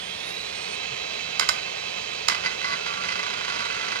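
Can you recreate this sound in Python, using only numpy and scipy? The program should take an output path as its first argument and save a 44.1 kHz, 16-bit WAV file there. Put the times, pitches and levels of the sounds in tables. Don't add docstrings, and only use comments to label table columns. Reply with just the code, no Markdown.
import sys
import numpy as np
from scipy import signal
from scipy.fft import rfft, irfft
from scipy.io import wavfile
from scipy.ndimage import uniform_filter1d

SR = 44100
rng = np.random.default_rng(int(sys.argv[2]) if len(sys.argv) > 2 else 0)


def master(y):
    cut = np.clip(np.atleast_2d(y).T, -1, 1)
    pcm = np.round(cut * 32767)
    wavfile.write(sys.argv[1], SR, pcm.astype(np.int16))


N = 176400
T, HZ = np.arange(N) / SR, np.fft.rfftfreq(N, 1 / SR)

# frequency in Hz, left level against right in dB.
STEADY_PAN = [(60, 0), (200, 1.5), (800, 2), (1200, -5.5), (1800, -6.5), (2750, -16), (4200, -10.5),
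              (6400, -12), (8400, -5.5), (9800, 2), (15000, 2)]
ARM_PAN = [(700, 4), (1200, -6.5), (2000, -1.5), (4000, -28), (7000, -7), (10000, 1)]
# frequency in Hz, lead of the left in radians.
LEFT_PHASE = [(60, 1.5), (170, -0.3), (300, 1.5), (500, 2.5), (1100, 2), (2500, 1.41), (6000, 1.75),
              (8500, 2), (11000, 2.5)]


def amp(db):
    return 10 ** (np.asarray(db) / 20)


def curve(points, hz=HZ):
    f, value = np.transpose(points)
    return np.interp(np.log(hz + 1), np.log(f + 1), value)


def drift(rate_hz):
    x = irfft(rfft(rng.standard_normal(N)) / (1 + (HZ / rate_hz) ** 4), N)
    return x / x.std()


def wavering(hz, waver):
    turns = np.cumsum(hz * np.ones(N)) / SR
    unsteady = 1 + waver * (drift(rate_hz=20) + 1j * drift(rate_hz=20))
    return np.exp(2j * np.pi * turns) * unsteady * np.sqrt(2 / (1 + 2 * waver ** 2))


def impulses(rows):
    x = np.zeros(N)
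    for start, db in rows:
        x[min(round(start * SR), N - 1)] += amp(db)
    return x


def ring(pitches, modes):
    t = T[:SR // 4]
    partials = ((-1) ** k * amp(db - 60 * t / t60) * np.sin(2 * np.pi * pitches[k] * t)
                for k, (db, t60) in enumerate(modes))
    return rfft(sum(partials), N)


def burst(t60):
    x = rng.standard_normal(N) * 1000. ** (-T / t60)
    return rfft(x / np.linalg.norm(x))


def stereo(spectrum, pan):
    left = spectrum * amp(curve(pan)) * np.exp(1j * curve(LEFT_PHASE))
    return irfft(np.array([left, spectrum]), N)


def noise(colour, ripple_db):
    # frequency in Hz, coherence from 0 to 1.
    coherence = [(60, 0.89), (170, 0.72), (300, 0.96), (600, 0.74), (3000, 1), (12000, 0.91)]
    alike = np.clip(curve(coherence), 0, 1)
    right, unrelated = rfft(rng.standard_normal((2, N)))
    ripple = uniform_filter1d(rng.standard_normal(len(HZ)), size=200)
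    gain = amp(curve(colour) + ripple_db * ripple / ripple.std()) * np.sqrt(SR / 2)
    left = alike * right * np.exp(1j * curve(LEFT_PHASE)) + np.sqrt(1 - alike ** 2) * unrelated
    return irfft(gain * np.array([left * amp(curve(STEADY_PAN)), right]), N)


def spindle():
    # frequency in Hz, noise density in dB.
    whir_colour = [(30, -120), (330, -82.5), (410, -66), (600, -72), (950, -71.5), (1500, -71.5),
                   (2000, -67.5), (2550, -63), (2850, -67), (3300, -63), (3650, -71.5), (3950, -66),
                   (4600, -71.5), (5200, -76), (6650, -75.5), (7000, -82), (8200, -85), (10000, -102),
                   (16000, -113)]
    # multiples of the spindle speed, and their levels at full speed in dB.
    bearing_orders = [24.2, 25.86, 28.55, 29.035, 33.97, 35.18, 43.56, 48.39, 53.24, 62.82, 64.06, 72.59]
    bearing_db = [-48, -47.5, -42, -36.5, -42.5, -42.5, -39, -48, -48, -51, -54, -51.5]
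    # multiples of the speed, and full-current levels in dB before the chassis lifts them.
    motor_orders = [48, 96, 120, 144]
    motor_db = [-46.5, -65, -69, -70]
    start_hz, free_hz, lock_hz, time_constant_s = 70, 121, 90.33, 1.55
    speed = np.minimum(free_hz - (free_hz - start_hz) * np.exp(-T / time_constant_s), lock_hz)
    locked = uniform_filter1d(1. * (speed >= lock_hz), size=3000)
    current = amp(-37 * locked)
    whir = noise(whir_colour, ripple_db=2.08) * (1 + 0.075 * drift(rate_hz=71.5))
    bearings = sum(amp(db) * whine(speed, order, waver=0.35) / chassis(order * lock_hz)
                   for order, db in zip(bearing_orders, bearing_db))
    motor = sum(amp(db) * whine(speed, order, waver=0.3) for order, db in zip(motor_orders, motor_db))
    return (whir + bearings) * (speed / lock_hz) ** 1.45 + current * motor


def whine(speed, order, waver):
    hz = order * speed
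    wobble = 1 + 0.21 * np.cos(2 * np.pi * np.cumsum(speed) / SR)
    right = wavering(hz, waver) * chassis(hz) * wobble
    left = right * amp(curve(STEADY_PAN, hz)) * np.exp(1j * curve(LEFT_PHASE, hz))
    return np.array([left, right]).real


def chassis(hz):
    # centre in Hz, width in Hz, boost in dB.
    resonances = [(2630, 450, 13.5), (3180, 270, 15), (3916, 340, 10), (5460, 390, 5), (8420, 1300, 14.5),
                  (9360, 750, 14), (11450, 1000, 13)]
    return amp(sum(db / (1 + (2 * (hz - centre) / width) ** 2) for centre, width, db in resonances))


def knocks():
    # start in seconds, strength in dB.
    hits = [(1.3962, -2.5), (1.3985, -14), (1.4897, -2.5), (1.4930, -7), (2.2845, -1.5), (2.2868, -11)]
    # frequency in Hz, gain in dB.
    clack_colour = [(100, -12), (450, 11), (850, 9), (1150, 16.5), (1450, 25.5), (1750, 1), (2050, 15),
                    (2700, 8.5), (3300, 21), (4000, 20), (5150, 24), (5650, 11), (6200, 7), (6900, 19),
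                    (7600, 6.5), (9700, 3.5), (10400, -3), (16000, -8)]
    # level in dB, t60 in seconds.
    pitches = [1242, 1480, 4060, 5075, 5376]
    modes = [(-25, .04), (-23, 0.056), (-20, 0.033), (-19, 0.022), (-12, 0.048)]
    # frequency in Hz, left level against right in dB.
    pan = [(500, -4), (1200, -2.5), (2500, -8), (5000, -21), (7000, -14), (9500, -5.5), (15000, 5.5)]
    travel_1khz_s, fastest_hz = 0.00362, 8200
    slowness = np.sqrt(1000 / np.maximum(HZ, 500))
    lag_s = travel_1khz_s * np.maximum(slowness - np.sqrt(1000 / fastest_hz), 0)
    blows = rfft(impulses(hits)) * np.exp(-2j * np.pi * np.cumsum(lag_s) * SR / N)
    clack = amp(curve(clack_colour)) * (1 + amp(1.5) * burst(t60=0.015))
    return stereo(blows * (clack + ring(pitches, modes)), pan)


def arm_kicks():
    # start in seconds, strength in dB.
    rebounds = [(1.4105, 6), (1.423, 3.5), (1.4305, 2.5), (1.511, -3), (2.2985, 7.5), (2.3115, -1),
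                (2.3215, 4), (2.3475, 4)]
    # start in seconds, strength in dB, seconds until the arm brakes.
    seeks = [(2.437, 0, 0.0061), (2.449, 3, .003), (2.4602, 3.5, .0077), (2.473, -5, .003),
             (2.615, -4, 0.013), (2.644, 1.5, 0.01), (2.67, -3.5, 0.0047), (2.686, -1.5, .011),
             (2.704, -1, 0.008), (2.719, -1.5, 0.0067), (2.731, 0, 0.0063), (2.756, -3, .011),
             (2.863, 1.5, 0.01), (2.876, -7, 0.0061), (2.903, -6, 0.0074), (2.938, -6, 0.0049),
             (2.975, -4.5, 0.0071), (3.008, -5, .006), (3.037, 1, .0085), (3.052, -0.5, 0.0038),
             (3.087, 2, 0.0046), (3.103, -2, 0.0071), (3.1207, 2, .0046), (3.156, 1, 0.0074),
             (3.192, -0.5, 0.0045), (3.2298, 0.5, 0.0056), (3.2645, 1.5, 0.0038), (3.301, -0.5, 0.0054),
             (3.3373, -1.5, .0036), (3.374, -1.5, .0078), (3.409, -1.5, 0.0053), (3.447, 0, 0.0037),
             (3.4813, 1, 0.0086), (3.499, 1, 0.006), (3.522, -1, .0057), (3.540, -3, .0062),
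             (3.56, 1, 0.0057), (3.5922, 0.5, .0036), (3.605, 3.5, .015), (3.6518, 2.5, 0.0042),
             (3.667, -8, 0.0078), (3.7014, -0.5, 0.0064), (3.725, -3, 0.004), (3.746, 0, 0.005),
             (3.766, 0, 0.0075), (3.791, -4, 0.0046), (3.81, -1, 0.0041), (3.828, -2, 0.0063),
             (3.848, -2.5, 0.0067), (3.882, 1.5, 0.0041), (3.919, 4, 0.0059), (3.9576, 2, 0.0076)]
    steps_from_s, steps_per_s, brake_db = 2.3, 160, -3
    steps = amp(-13) * rng.standard_normal(N) * (rng.random(N) < steps_per_s / SR)
    kicks = impulses(rebounds) + steps * (T > steps_from_s)
    for start, db, length in seeks:
        brake_s = start + length + 0.00012 * rng.standard_normal()
        kicks += impulses([(start, db)]) - impulses([(brake_s, db + brake_db)])
    return kicks


def arm():
    # level in dB, t60 in seconds.
    arm_modes = [(-52.5, 0.079), (-39, 0.016), (-36.5, 0.06), (-34.5, 0.036), (-28, 0.04), (-32.5, 0.028),
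                 (-46, 0.02), (-38, 0.034)]
    flex_modes = [(-29, 0.042), (-26.5, 0.025), (-35, 0.045)]
    arm_hz, flex_hz = [177, 660, 975, 1157, 1415, 1520, 2500, 3100], [4060, 4750, 5300]
    # start and end in seconds, flex gain in dB.
    swings = [(1.4, 2.4, -3), (2.456, 2.48, 1.5), (2.608, 2.74, 0), (3.07, 3.2, -3.5), (3.485, 3.66, -10),
              (3.875, 3.96, -5)]
    # frequency in Hz, gain in dB.
    tick_colour = [(100, -17.5), (600, -5.5), (1400, 5), (2200, 4), (4500, 0), (7000, -9), (9000, -21),
                   (11000, -24), (16000, -60)]
    kicks = arm_kicks()
    flex_db = np.full(N, -9.5)
    for start, end, db in swings:
        flex_db[(T > start) & (T < end)] = db
    flex = kicks * amp(flex_db)
    buzz_t60_s = 0.051
    strain = signal.lfilter([1], [1, -np.exp(-np.log(1000) / (buzz_t60_s * SR))], abs(flex))
    buzz = amp(-29.5) * strain * wavering(hz=2022, waver=0.19).real
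    variant = rng.integers(0, 4, N)
    ticks = sum(rfft(kicks * (variant == k)) * burst(t60=0.043) for k in range(4))
    ringing = rfft(kicks) * ring(arm_hz, arm_modes) + rfft(flex) * ring(flex_hz, flex_modes)
    strokes = ringing + ticks * amp(curve(tick_colour))
    return stereo(strokes, ARM_PAN), stereo(rfft(buzz), ARM_PAN)


def servo():
    # start and end in seconds, pitch in Hz, rms level on the right in dB.
    notes = [(2.644, 2.755, 1134, -34.5), (2.73, 2.904, 1388, -40.5), (2.876, 3.27, 1158, -40.5),
             (2.885, 3.057, 1377, -40), (3.26, 3.72, 1408, -42), (3.435, 3.682, 1146, -38),
             (3.698, 3.9, 1343, -40)]
    fade_s = 0.008
    song = np.zeros(N)
    for start, end, hz, db in notes:
        gate = np.clip(np.minimum(T - start, end - T) / fade_s, 0, 1)
        song += amp(db) * gate * wavering(hz, waver=0.4).real
    return stereo(rfft(song), ARM_PAN)


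def room(send):
    # frequency in Hz, t60 in seconds.
    decay_times = [(200, 0.15), (1500, 0.4), (5000, 0.23), (12000, 0.23)]
    predelay_s, left_db = 0.004, -7.5
    hz, t, bands = signal.stft(rng.standard_normal((2, SR // 2)), SR, nperseg=256)
    decay = amp(-60 * t / curve(decay_times, hz)[:, None]) * (t > predelay_s)
    tail = signal.istft(bands * decay, SR, nperseg=256)[1]
    tail /= np.linalg.norm(tail[0])
    return signal.fftconvolve(send[None], tail, axes=1)[:, :N] * amp([[left_db], [0]])


def hum():
    # centre in Hz, half-width in Hz, rms level in dB.
    resonances = [(131, 41, -61), (177, 5.7, -59.5)]
    drone = np.zeros(N)
    for centre, width, db in resonances:
        band = irfft(rfft(rng.standard_normal(N)) / (1 + ((HZ - centre) / width) ** 2), N)
        drone += amp(db) * band / band.std()
    return drone


def bump(at_s, hz, db, width_s):
    t = T - at_s
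    return amp(db) * np.exp(-(t / width_s) ** 2) * np.sin(2 * np.pi * hz * t)


def background():
    # frequency in Hz, noise density in dB.
    room_tone = [(22, -114), (42, -90), (68, -75.5), (100, -77), (175, -76.5), (300, -78), (600, -77.5),
                 (2000, -82), (8000, -100), (15500, -101)]
    return noise(room_tone, ripple_db=0.5) + hum() + bump(at_s=0.932, hz=130, db=-41, width_s=0.015)


def scene():
    hits = knocks()
    strokes, buzz = arm()
    reverb = room(amp(-7.5) * hits[1] + amp(-7) * strokes[1])
    return spindle() + hits + strokes + buzz + reverb + servo() + background()


def record(dry):
    ceiling, cutoff_hz = 1.02, 15800
    soft = dry / (1 + (dry / ceiling) ** 4) ** (1 / 4)
    low_pass = signal.firwin(511, cutoff_hz, window=("kaiser", 9), fs=SR)
    return signal.oaconvolve(soft, low_pass[None], "same")


dry = scene()
out = record(dry)
master(out)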